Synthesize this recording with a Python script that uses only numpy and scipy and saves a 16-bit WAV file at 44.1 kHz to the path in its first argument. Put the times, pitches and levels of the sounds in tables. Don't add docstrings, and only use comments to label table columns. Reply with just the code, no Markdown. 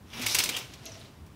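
import sys
import numpy as np
from scipy import signal
from scipy.fft import rfft, irfft, next_fast_len
from scipy.io import wavfile

SR = 44100
rng = np.random.default_rng(int(sys.argv[2]) if len(sys.argv) > 2 else 0)


def transcribe(u):
    v = np.clip(np.atleast_2d(u).T, -1, 1)
    q = np.round(v * 32767).astype(np.int16)
    wavfile.write(sys.argv[1], SR, q)


N = 59535
TIME = np.arange(N) / SR


def from_db(db):
    return 10 ** (np.asarray(db) / 20)


def rms_one(x):
    return x / np.sqrt(np.mean(x ** 2) + 1e-20)


def automation(rows):
    times, *columns = np.transpose(rows)
    return [np.interp(TIME, times, column) for column in columns]


def colour(x, points):
    size = 2 * next_fast_len(N)
    hz, db = np.transpose(points)
    bin_hz = np.arange(size // 2 + 1) * SR / size
    curve_db = np.interp(np.log(bin_hz + 1), np.log(hz), db)
    cepstrum = irfft(np.log(from_db(curve_db)))
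    cepstrum[1:size // 2] *= 2
    cepstrum[size // 2 + 1:] = 0
    response = np.exp(rfft(cepstrum))
    return rms_one(irfft(rfft(x, size) * response)[:N])


def drift(rate_hz):
    r = np.exp(-2 * np.pi * rate_hz / SR)
    return rms_one(signal.lfilter([1], [1, -2 * r, r * r], rng.standard_normal(2 * N))[N:])


def resonate(x, hz, width_hz):
    r = np.exp(-np.pi * width_hz / SR)
    feedback = [1, -2 * r * np.cos(2 * np.pi * hz / SR), r * r]
    return signal.lfilter(np.array([1, 0, -1]) * (1 - r * r) / 2, feedback, x + 1e-18)


def narrow_band(x, hz, width_hz):
    return rms_one(resonate(resonate(x, hz, width_hz), hz, 2 * width_hz))


def grains(per_s, spread_db=3):
    sizes = from_db(spread_db * np.minimum(rng.exponential(1, N), 4))
    signs = rng.choice([-1, 1], N)
    return sizes * signs * (rng.random(N) < per_s / SR)


def burst(start, attack_s, hold_s, t60):
    age = TIME - start
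    return np.clip(age / attack_s, 0, 1) * from_db(-60 * np.maximum(age - hold_s, 0) / t60)


def rough_tone(hz, db, wobble_hz, flutter_hz, wobble=.08, flutter_db=2.5):
    phase = 2 * np.pi * np.cumsum(hz * (1 + wobble * drift(wobble_hz))) / SR
    return from_db(db + flutter_db * drift(flutter_hz)) * np.sin(phase)


def ventilation():
    # f/Hz, level/dB
    rumble_eq = [(20, -27), (32, -7), (50, -4.5), (75, 0.5), (118, -1.5), (170, -3.5), (260, -8),
                 (400, -12), (550, -19), (1000, -18), (2500, -30), (6000, -35), (16000, -40)]
    return from_db(-51) * colour(rng.standard_normal(N), rumble_eq)


def cloth():
    # t/s, level/dB
    rustle_fader = [(0, -76), (.5, -42), (.66, -53.5), (.79, -53.5), (.82, -54.5), (.86, -50), (.94, -51),
                    (1.01, -52), (1.06, -54), (1.11, -62), (1.35, -79)]
    # f/Hz, level/dB
    rustle_eq = [(150, -6.5), (330, -1.5), (500, 0), (660, -4), (900, -9.5), (1800, -8), (3000, -6.5),
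                 (4200, -7), (6000, -12.5), (8000, -17), (16000, -29.5)]
    # t/s, level/dB
    hollow_fader = [(.8, -90), (.87, -57), (.99, -57), (1.12, -90)]
    (rustle_db,), (hollow_db,) = automation(rustle_fader), automation(hollow_fader)
    slips = grains(per_s=7000)
    hollow = narrow_band(slips, hz=645, width_hz=65)
    return from_db(rustle_db) * colour(slips, rustle_eq) + from_db(hollow_db) * hollow


def scrape():
    # t/s, level/dB
    force = [(0, -82), (.085, -58), (.122, -48.5), (.145, -40.5), (.195, -38), (.225, -36.5), (.255, -34.5),
             (.305, -28), (.335, -30), (.37, -29), (.43, -32.5), (.47, -36.5), (.52, -40.5), (.585, -36),
             (.63, -45), (.7, -61), (.8, -65), (1.35, -68.5)]
    # t/s, level/dB
    speed = [(.1, -5.5), (.2, -12), (.26, -0.5), (.305, 7.5), (.345, 7.5), (.385, 0), (.46, 5.5), (.53, -6),
             (.7, -6.5)]
    # f/Hz, level/dB
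    slow_eq = [(120, -11), (210, -7.5), (320, -2), (600, -4.5), (1000, -2), (1700, -3.5), (2500, 1),
               (3500, 0.5), (4400, -11.5), (5500, -5), (7500, -20), (16000, -19)]
    # f/Hz, level/dB
    fast_eq = [(1500, -22.5), (3000, -9), (3850, 2.5), (4300, -3.5), (4800, 2.5), (5800, 3), (7200, -10),
               (9300, -8), (12000, -10.5), (16000, -22)]
    (force_db,), (speed_db,) = automation(force), automation(speed)
    slow, fast = (colour(grains(per_s=5500), eq) for eq in (slow_eq, fast_eq))
    bright = from_db(speed_db)
    rub = (slow + bright * fast) / np.sqrt(1 + bright ** 2)
    judder_db = 0.73 * drift(rate_hz=48)
    return from_db(force_db + judder_db) * rub


def rail(contacts):
    # f/Hz, level/dB, t60/s
    modes = [(1009, -4, .2), (1764, -4, .15), (2240, -10, .15), (2341, 0, .22), (2395, -5, .22),
             (2610, -4, .2), (2878, -6, .12), (3750, -5, .14), (4240, -2, .14), (4818, -9, .15),
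             (4968, -7, .15), (5455, -7, .15), (5570, -8, .15), (5776, -8, .15), (6231, -3, .2)]
    ring = sum(from_db(db) * resonate(contacts, hz, np.log(1000) / (np.pi * t60))
               for hz, db, t60 in modes)
    return contacts + ring


def clacks():
    # t/s, level/dB, treble/dB
    knocks = [(0.132, -38.5, -26), (.194, -51, 9.5), (.2145, -34, -1), (0.2215, -48, 12),
              (.233, -30.5, -14), (0.2627, -22.5, 0.5), (0.285, -36, 1), (0.3464, -19, 3),
              (0.3503, -33, -15), (0.386, -19.5, 4), (0.4, -22.5, -6.5), (0.4367, -24, 3.5),
              (0.4565, -31.5, -2.5), (0.49, -23.5, -1), (0.565, -29, 1), (.572, -67, 9), (0.584, -58.5, 24),
              (.736, -43, -3.5), (1.263, -60.5, 6)]
    # f/Hz, level/dB
    burst_eq = [(200, -6.5), (500, -14.5), (1000, -5.5), (1700, -7), (2250, 6), (3200, 1.5), (5500, 0),
                (6500, -0.5), (7400, -2), (8300, -3), (11000, -6.5), (12200, -11), (13100, -5),
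                (14200, -5.5), (16000, -11)]
    burst_noise = colour(rng.standard_normal(N), burst_eq)
    body = signal.sosfiltfilt(signal.butter(2, 6000, fs=SR, output="sos"), burst_noise)
    treble = burst_noise - body
    out = 0
    for start, db, treble_db in knocks:
        envelope = burst(start, attack_s=0.00067, hold_s=0.0045, t60=0.053)
        out += from_db(db) * envelope * (body + from_db(treble_db) * treble)
    return out


def folds():
    # peak t/s, level/dB, f/Hz, Gaussian width/s
    bumps = [(0.176, -42.5, 237.8, 0.018), (0.206, -34.5, 290, 0.0054), (0.231, -40.5, 250, 0.02),
             (0.254, -42.5, 106, 0.038), (0.396, -49, 100, 0.033), (.635, -47.5, 130, 0.017),
             (0.745, -52, 72, 0.017), (0.814, -45.5, 128.6, 0.0048), (0.922, -47, 101.2, 0.02),
             (1.042, -52, 127, 0.028), (1.226, -42, 79.1, 0.013)]
    out = 0
    for peak, db, hz, width_s in bumps:
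        swell = np.exp(-.5 * ((TIME - peak) / width_s) ** 2)
        out += swell * rough_tone(hz, db, wobble_hz=57, flutter_hz=180)
    return out


def squeak():
    # t/s, f/Hz, level/dB
    contour = [(.522, 2700, -70), (.526, 2720, -35), (.532, 2750, -42), (.541, 2880, -39),
               (.546, 3050, -31), (.552, 3130, -29), (.562, 3130, -35), (.568, 2900, -31),
               (.578, 2850, -38), (.595, 2800, -65)]
    hz, db = automation(contour)
    sticking = (TIME > contour[0][0]) & (TIME < contour[-1][0])
    return sticking * rough_tone(hz, db, wobble_hz=460, flutter_hz=200)


def hooks():
    # t/s, level/dB, f/Hz, t60/s
    ticks = [(.7365, -44, 5500, 0.041), (.8555, -37, 11000, 0.011), (0.855, -42.5, 6600, 0.015),
             (0.8613, -40, 5900, .12), (0.86, -40, 4060, .03), (.862, -47, 2800, 0.11),
             (0.918, -44.5, 5640, 0.11), (.955, -55, 5600, 0.098), (0.999, -55.5, 9500, 0.033),
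             (1.014, -52, 3850, 0.047), (1.055, -52, 3930, 0.04)]
    out = 0
    for start, db, hz, t60 in ticks:
        buzz = narrow_band(rng.standard_normal(N), hz, width_hz=.11 * hz)
        out += from_db(db) * burst(start, attack_s=0.00046, hold_s=0.00078, t60=t60) * buzz
    return out


def room(x, wet_db=-13.5, build_s=0.0054, wall_cut_hz=16400):
    tail = rng.standard_normal(N) * burst(0, attack_s=build_s, hold_s=build_s, t60=0.39)
    tail = signal.sosfilt(signal.butter(2, wall_cut_hz, fs=SR, output="sos"), tail)
    tail /= np.sqrt(np.sum(tail ** 2))
    return x + from_db(wet_db) * signal.fftconvolve(x, tail)[:N]


def scene():
    hardware = from_db(-2) * rail(scrape() + clacks()) + squeak() + hooks()
    rumble = ventilation()
    return (room(hardware) + cloth() + folds() + rumble)[None]


def record(dry):
    low_cut = signal.butter(2, 49, "high", fs=SR, output="sos")
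    high_cut = signal.ellip(12, .1, 80, 15720, fs=SR, output="sos")
    return signal.sosfilt(high_cut, signal.sosfilt(low_cut, dry))


dry = scene()
out = record(dry)
transcribe(out)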